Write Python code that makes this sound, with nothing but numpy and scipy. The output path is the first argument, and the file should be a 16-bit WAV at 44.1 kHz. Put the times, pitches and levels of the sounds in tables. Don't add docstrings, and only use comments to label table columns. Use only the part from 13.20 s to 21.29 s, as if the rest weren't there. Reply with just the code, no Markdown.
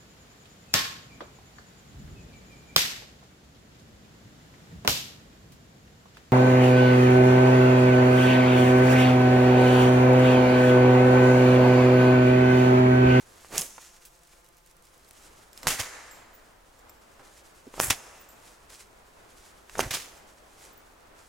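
import sys
import numpy as np
from scipy import signal
from scipy.fft import rfft, irfft
from scipy.io import wavfile

SR = 44100
rng = np.random.default_rng(int(sys.argv[2]) if len(sys.argv) > 2 else 0)


def persist_wave(psi):
    counts = np.round(np.clip(psi, -1, 1) * 32767).astype(np.int16)
    wavfile.write(sys.argv[1], SR, np.atleast_2d(counts).T)


N = 356592
T = np.arange(N) / SR
FREQS = np.fft.rfftfreq(N, 1 / SR) + 1e-3

STROKES_S = [0.3798, 2.471, 4.6007, 6.5935]
# swish lag/s, swish/dB, edge hiss/dB, push/dB, gust lag/s, gust/dB
WAKES = [(-.026, -38.5, -35, -56, 0.017, -55), (.004, -42, -57, -22, 0.0707, -46),
         (.004, -42, -53, -28, .085, -33.5), (.012, -37, -50, -31, .072, -29.5)]
# t/s, level/dB, rise/ms, decay/ms, body below 2 kHz/dB, echo send/dB, thump/dB
SLAPS = [(2.602, -26, 7.1, 14, -1, 1.5, -31.5), (4.706, -15, 3.1, 7, -1.5, -10, -31),
         (6.711, -26, 2.4, 11, -2.5, -19, -50), (6.751, -28, 14.7, 26, -4, -24, -58)]
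# f/Hz, level/dB
STRAP_COLOUR = [(60, 0), (250, -5.5), (700, -2), (2200, 1.5), (4300, -3), (7000, 0.5), (11000, -3.5),
                (15500, -12)]
# f/Hz, level/dB
FLAP_COLOUR = [(100, 9), (1000, 4), (6000, -2.5), (15000, 2.5)]


def undb(db):
    return 10 ** (np.asarray(db) / 20)


def curve(rows, x):
    return np.interp(x, *np.transpose(rows))


def colour(points, f):
    hz, db = np.transpose(points)
    return undb(np.interp(np.log(f), np.log(hz), db))


def hump(f, hz, q):
    return 1 / np.sqrt(1 + (q * (f / hz - hz / f)) ** 2)


def noise(size, gain, side, grain_db=0, spread_hz=330):
    grain_sizes = np.repeat(rng.exponential(size=size // 8 + 1), 8)[:size]
    grains = undb(grain_db * np.minimum(grain_sizes, 5))
    f = np.fft.rfftfreq(size, 1 / SR) + 1
    mid, wide = rfft(rng.standard_normal((2, size)) * grains) * gain(f)
    mid = irfft(mid, size)
    wide = irfft(wide * side * f / np.hypot(f, spread_hz), size)
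    return np.array([mid + wide, mid - wide]) / mid.std()


def swell(rise_ms, decay_ms):
    ms = np.arange(-4 * rise_ms, 8 * decay_ms + 4, 1000 / SR)
    env = np.where(ms < 0, np.exp(-.5 * (ms / rise_ms) ** 2), np.exp(-np.abs(ms) / decay_ms))
    return env, -ms[0] / 1000


def flicker(rate_hz, db):
    knots = rng.standard_normal(N // 100)
    return undb(db * np.interp(T * rate_hz, np.arange(len(knots)), knots))


def add(out, s, x):
    i = int(round(s * SR))
    a, b = max(i, 0), min(i + x.shape[-1], N)
    out[:, a:b] += x[..., a - i:b - i]


def scatter(start_s, end_s, db, hz, decay_ms, count):
    when, size, pitch = rng.random((count, 3)).T
    times = start_s + when * (end_s - start_s)
    return list(zip(times, db + 6 * (size - .5), hz * 2 ** (pitch - .5), np.full(count, decay_ms)))


def ticks(rows, tone, q, rise_ms, side, pad=256):
    out = np.zeros((2, N))
    for s, db, hz, decay_ms in rows:
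        env, lead = swell(rise_ms, decay_ms)
        burst = np.pad(env * noise(len(env), np.ones_like, side), ((0, 0), (pad, pad)))
        f = np.fft.rfftfreq(burst.shape[1], 1 / SR) + 1
        tick = irfft(rfft(burst) * colour(tone, f) * hump(f, hz, q) ** 2, burst.shape[1])
        tick *= np.sqrt(2 * np.sum(env ** 2) / np.sum(tick ** 2))
        add(out, s - lead - pad / SR, undb(db) * tick)
    return out


def place(x, pan_db, shade_hz=150):
    shade = FREQS / np.hypot(FREQS, shade_hz)
    return irfft(rfft(x) * undb(np.array([[pan_db], [-pan_db]]) / 2 * shade), N)


def wind(rumble_db=-64, hollow_lag_s=.0058):
    # t/s, level/dB
    strength = [(0, -59.5), (1.1, -64), (1.75, -62.5), (2.15, -59), (8.09, -59)]
    # f/Hz, level/dB
    hush_colour = [(20, 5), (150, -4.5), (280, -1.5), (430, 0.5), (800, -1.5), (1300, -3.5), (2500, -12.5),
                   (5000, -21), (8000, -29), (16000, -46)]
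    rumble_colour = [(10, -16), (30, -2.5), (55, -2), (100, -11), (200, -20.5), (600, -33.5)]
    # t/s, depth/0-1
    hollow = [(.5, 0.16), (.75, 0.9), (1.45, 0.7), (1.9, 0.02)]
    level = undb(curve(strength, T)) * flicker(rate_hz=12, db=1.5)
    hush = level * noise(N, lambda f: colour(hush_colour, f), side=1.0)
    air = hush + undb(rumble_db) * noise(N, lambda f: colour(rumble_colour, f), side=.94)
    repeat = np.roll(air, int(hollow_lag_s * SR), axis=1)
    depth = curve(hollow, T)
    return (air + depth * repeat) / np.hypot(1, depth)


def trees(x, db=-16, build_s=.023, far_s=.26, far_gain=.45, far_decay_s=.14):
    # f/Hz, level/dB, t60/s
    bands = [(151, -5, 2.2), (503, -4, 2.4), (1240, -4.5, 2.2), (1970, 1, 1.72), (4340, -2.5, 1.4),
             (6650, 7, 0.97), (14800, 4, 0.43)]
    t, tail = T[:2 * SR], 0
    f = np.fft.rfftfreq(len(t), 1 / SR) + 1
    scattered = rfft(noise(len(t), np.ones_like, side=.53, grain_db=.5))
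    centres = np.log(np.array(bands)[:, 0])
    for share, (_, band_db, t60) in zip(np.eye(len(bands)), bands):
        band = irfft(scattered * np.interp(np.log(f), centres, share))
        tail = tail + undb(band_db) * band * np.exp(-np.log(1000) * t / t60)
    far = far_gain * (t > far_s) * np.exp(-np.abs(t - far_s) / far_decay_s)
    tail *= 1 - np.exp(-t / build_s) + far
    tail /= np.sqrt(np.sum(tail[0] ** 2))
    return undb(db) * signal.fftconvolve(x.mean(axis=0)[None], tail, axes=1)[:, :N]


def ground(x, lag_s=.0076, db=-11, soft_hz=1300):
    delay = np.exp(-2j * np.pi * FREQS * lag_s)
    return undb(db) * irfft(rfft(x) * delay / (1 + 1j * FREQS / soft_hz), N)


def rustle(standing_db=-67.5):
    # lag from the crack/s, level/dB, rise/ms, decay/ms
    arm_moves = [(-.28, -60.5, 303, 150), (.02, -51, 90, 268)]
    # t/s, level/dB, rise/ms, decay/ms
    scuffs = [(.24, -57, 70, 150), (1.98, -60, 39, 70), (5.28, -55.5, 44, 80), (5.501, -50.5, 4.6, 29),
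              (5.544, -49, 19.3, 41), (5.608, -47.5, 11, 20), (7.452, -52.5, 53, 51), (8.0, -60, 27, 130)]
    # f/Hz, level/dB
    cloth = [(150, -7), (500, -7), (1500, 0.5), (4000, -1.5), (7300, 1.5), (11000, -4), (13000, -10),
             (16000, -14.5)]
    power = np.full((1, N), undb(standing_db) ** 2)
    for s in STROKES_S:
        for lag_s, db, rise_ms, decay_ms in arm_moves:
            env, lead = swell(rise_ms, decay_ms)
            add(power, s + lag_s - lead, (undb(db) * env) ** 2)
    level = np.sqrt(power) * flicker(rate_hz=39, db=3)
    out = level * noise(N, lambda f: colour(cloth, f), side=.3, grain_db=2)
    for s, db, rise_ms, decay_ms in scuffs:
        env, lead = swell(rise_ms, decay_ms)
        rub = noise(len(env), lambda f: colour(cloth, f) * hump(f, hz=5300, q=.043), side=.35, grain_db=3)
        add(out, s - lead, undb(db) * env * rub)
    return out


def twigs():
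    rows = scatter(start_s=.9, end_s=2.0, db=-53.5, hz=7400, decay_ms=1.5, count=32)
    return ticks(rows, FLAP_COLOUR, q=1.0, rise_ms=.25, side=.37)


def clinks(q=45, focus=1.2):
    # t/s, level/dB, longest t60 the hand allows/s, brightest f/Hz
    knocks = [(2.331, -49, 0.017, 9000), (2.376, -42.5, 0.013, 6220), (2.431, -39.5, 0.015, 5400),
              (2.911, -49.5, 0.26, 9000), (3.592, -58.5, 0.032, 11000), (3.695, -44.5, 0.038, 15100),
              (5.088, -54, 0.33, 10600), (6.971, -61, 0.12, 11000)]
    # f/Hz, level/dB, t60/s
    modes = [(5310, -2, 0.042), (7080, -5, .25), (7580, -1, 0.14), (12160, -3.5, 0.19), (13800, -4.5, 0.29),
             (15100, -14, .2)]
    # t/s, level/dB, rise and decay/ms
    squeaks = [(3.16, -55, 14), (5.015, -52, 10), (7.535, -60, 9.2), (7.583, -52, 7.2)]
    out, t = np.zeros((2, N)), T[:SR // 4]
    for s, db, longest_s, bright_hz in knocks:
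        for hz, mode_db, t60 in modes:
            decay = np.exp(-np.log(1000) * t / min(t60, longest_s))
            ring = decay * noise(len(t), lambda f: hump(f, hz, q) ** 2, side=.19)
            add(out, s, undb(db + mode_db) * hump(hz, bright_hz, focus) * ring)
    for s, db, length_ms in squeaks:
        env, lead = swell(length_ms, length_ms)
        squeak = noise(len(env), lambda f: hump(f, modes[-1][0], q) ** 2, side=.3)
        add(out, s - lead, undb(db) * env * squeak)
    return out


def flaps(unroll_s=.04):
    # t/s, level/dB, f/Hz, decay/ms
    singles = [(.2472, -39, 850, 1.6), (.351, -41, 330, 4), (.5812, -37.5, 1090, 4.5),
               (.852, -45.5, 6950, 17), (1.910, -41.5, 5500, 1.35), (2.331, -46.5, 5000, 1.5),
               (2.376, -38.5, 4970, 1.6), (2.4315, -34.5, 2600, 2.2), (3.695, -50, 1230, 3.6),
               (3.995, -48.5, 664, 25), (4.5405, -35.5, 760, 2.4), (4.580, -36, 600, 3.7),
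               (6.4965, -39, 2000, 2.2), (6.554, -31.5, 870, 2.3)]
    ripples = []
    for s in STROKES_S:
        ripples += scatter(s - unroll_s, s, db=-49, hz=640, decay_ms=2.4, count=3)
    return ticks(singles + ripples, FLAP_COLOUR, q=.44, rise_ms=.295, side=.39)


def puffs():
    # lag/s, level/dB, width/ms, f/Hz
    sways = [(-.008, -49, 39, 28), (.015, -38, 5.8, 179)]
    # level against the gust/dB, width/ms, f/Hz
    gust = [(-6.5, 18, 48), (-2.5, 4.6, 103)]
    thump_lag_s, thump_ms, thump_hz = .0055, 4.3, 83.5
    push_lag_s, push_ms, push_hz = -.00068, 1.3, 79
    rows = [(s + thump_lag_s, thump_db, thump_ms, thump_hz) for s, *_, thump_db in SLAPS]
    for s, (*_, push_db, gust_lag_s, gust_db) in zip(STROKES_S, WAKES):
        rows += [(s + push_lag_s, push_db, push_ms, push_hz)]
        rows += [(s + lag_s, db, width_ms, hz) for lag_s, db, width_ms, hz in sways]
        rows += [(s + gust_lag_s, gust_db + db, width_ms, hz) for db, width_ms, hz in gust]
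    out, t = np.zeros((2, N)), np.arange(-SR // 10, SR // 10) / SR
    for s, db, width_ms, hz in rows:
        env = np.exp(-.5 * (1000 * t / width_ms) ** 2)
        wave = np.sin(2 * np.pi * hz * t + rng.uniform(0, 2 * np.pi))
        add(out, s + t[0], undb(db) * env * wave)
    return out


def eddy(out, s, db, rise_ms, decay_ms, hz, q):
    env, lead = swell(rise_ms, decay_ms)
    add(out, s - lead, undb(db) * env * noise(len(env), lambda f: hump(f, hz, q) ** 2, side=.26))


def swishes(buffet_db=-12):
    out = np.zeros((2, N))
    for s, (lag_s, swish_db, hiss_db, _, gust_lag_s, gust_db) in zip(STROKES_S, WAKES):
        eddy(out, s + lag_s, swish_db, rise_ms=25, decay_ms=52, hz=380, q=.39)
        eddy(out, s + gust_lag_s / 2, gust_db + buffet_db, rise_ms=32, decay_ms=32, hz=115, q=.39)
        env, lead = swell(rise_ms=33, decay_ms=33)
        hiss = noise(len(env), lambda f: colour(STRAP_COLOUR, f), side=.3, grain_db=3)
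        add(out, s - lead, undb(hiss_db) * env * hiss)
    eddy(out, s=4.470, db=-41, rise_ms=2.1, decay_ms=8, hz=315, q=2.7)
    return out


def contacts(slap_edge_db=-4, brush_db=-15.5, brush_stretch=2.5):
    # recoil/dB, recoil decay/ms, flutter/dB,
    # body below 2 kHz/dB, edge above 6 kHz/dB, echo send/dB
    loose_end = [(-28.5, 11.4, -36.5, -6.5, 6, -12), (-23, 20, -28, -1.5, -1, -0.5),
                 (-27.5, 35, -28.5, 5, 9.5, -3), (-27.5, 10, -38, 6.5, -2.5, -1.5)]
    recoil_lag_s, recoil_rise_ms = .0105, 3.3
    flutter_lag_s, flutter_rise_ms, flutter_decay_ms, flutter_echo_db = .039, 9, 40, -10
    for s, (recoil_db, decay_ms, flutter_db, body_db, edge_db, echo_db) in zip(STROKES_S, loose_end):
        yield s + recoil_lag_s, recoil_db, recoil_rise_ms, decay_ms, body_db, edge_db, echo_db
        yield (s + flutter_lag_s, flutter_db, flutter_rise_ms, flutter_decay_ms,
               body_db, edge_db, echo_db + flutter_echo_db)
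    for s, db, rise_ms, decay_ms, body_db, echo_db, _ in SLAPS:
        brush_ms = brush_stretch * decay_ms
        yield s, db, rise_ms, decay_ms, body_db, slap_edge_db, echo_db
        yield s + brush_ms / 1000, db + brush_db, decay_ms, brush_ms, body_db, slap_edge_db, echo_db


def slaps(side=.3, side_per_ms=.0055):
    out, sent = np.zeros((2, 2, N))
    for s, db, rise_ms, decay_ms, body_db, edge_db, echo_db in contacts():
        env, lead = swell(rise_ms, decay_ms)
        tone = [(1700, body_db), (3200, 0), (5500, 0), (8000, edge_db)]  # f/Hz, level/dB
        width = side + side_per_ms * decay_ms
        patter = noise(len(env), lambda f: colour(STRAP_COLOUR, f) * colour(tone, f), width, grain_db=3)
        slap = undb(db) * env * patter
        add(out, s - lead, slap)
        add(sent, s - lead, slap * undb(echo_db))
    return out, sent


def snaps(chatter_s=.022):
    # t/s, level/dB, f/Hz,
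    # decay/ms
    tip_snaps = [(.3801, -10, 6400, 0.41), (.3815, -13, 6900, 0.77), (.3925, -24.5, 4540, 0.96),
                 (.3955, -23, 7600, 1.5), (.4115, -22.5, 8060, 2.7), (.418, -28.5, 5500, 4.4),
                 (2.4748, -8.5, 6840, .15), (4.5965, -25, 6000, 1.1), (4.6002, -18.5, 4840, 0.98),
                 (4.6457, -18, 9500, .6), (4.7065, -17.5, 2200, 1.1), (4.7125, -22, 2430, 1.7),
                 (6.581, -34, 5900, 8), (6.6067, -14, 4140, 0.45)]
    # f/Hz, level/dB
    tip_colour = [(500, -29), (2800, 5), (4000, -12), (5300, -4.5), (6500, -1.5), (8500, -8.5), (10500, 2),
                  (15500, -8)]
    chatter = []
    for s in STROKES_S:
        chatter += scatter(s, s + chatter_s, db=-30.5, hz=6100, decay_ms=2.0, count=4)
    return ticks(tip_snaps + chatter, tip_colour, q=1.25, rise_ms=.08, side=.18)


def cracks(suction_stretch=3.76, tear_hz=5000, tear_ms=.76):
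    # pulse peak/dB, width/ms, weight of tearing noise, echo send/dB
    pulses = [(-18, 0.012, .9, -10), (-5.5, 0.093, 0.47, 10.5), (-6.5, .14, .48, 3.5),
              (-6, 0.16, 0.21, -1.5)]
    out, sent = np.zeros((2, 2, N))
    ms = np.arange(-256, 256) * 1000 / SR
    lead = len(ms) / 2 / SR
    for s, (db, width_ms, tear, echo_db) in zip(STROKES_S, pulses):
        push = np.exp(-.5 * (ms / width_ms) ** 2)
        suction = np.exp(-.5 * (ms / width_ms / suction_stretch) ** 2) / suction_stretch
        pulse = push - suction
        edge = noise(len(ms), lambda f: hump(f, tear_hz, q=.65), side=.5)
        edge *= np.exp(-.5 * (ms / tear_ms) ** 2)
        crack = undb(db) * (pulse / pulse.max() + .5 * tear * edge)
        add(out, s - lead, crack)
        add(sent, s - lead, crack * undb(echo_db))
    return out, sent


def scene():
    crack, crack_sent = cracks()
    slap, slap_sent = slaps()
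    snap = snaps()
    handling = flaps() + clinks()
    direct = place(crack + snap + swishes() + puffs(), pan_db=-2.8)
    direct += place(slap + handling + rustle() + twigs(), pan_db=-1.4)
    echo = trees(crack_sent + slap_sent + undb(-2.5) * snap + undb(5) * handling)
    return direct + ground(direct) + echo + wind()


def record(dry):
    return signal.sosfilt(signal.ellip(10, .2, 70, 16000, fs=SR, output="sos"), dry)


dry = scene()
out = record(dry)
persist_wave(out)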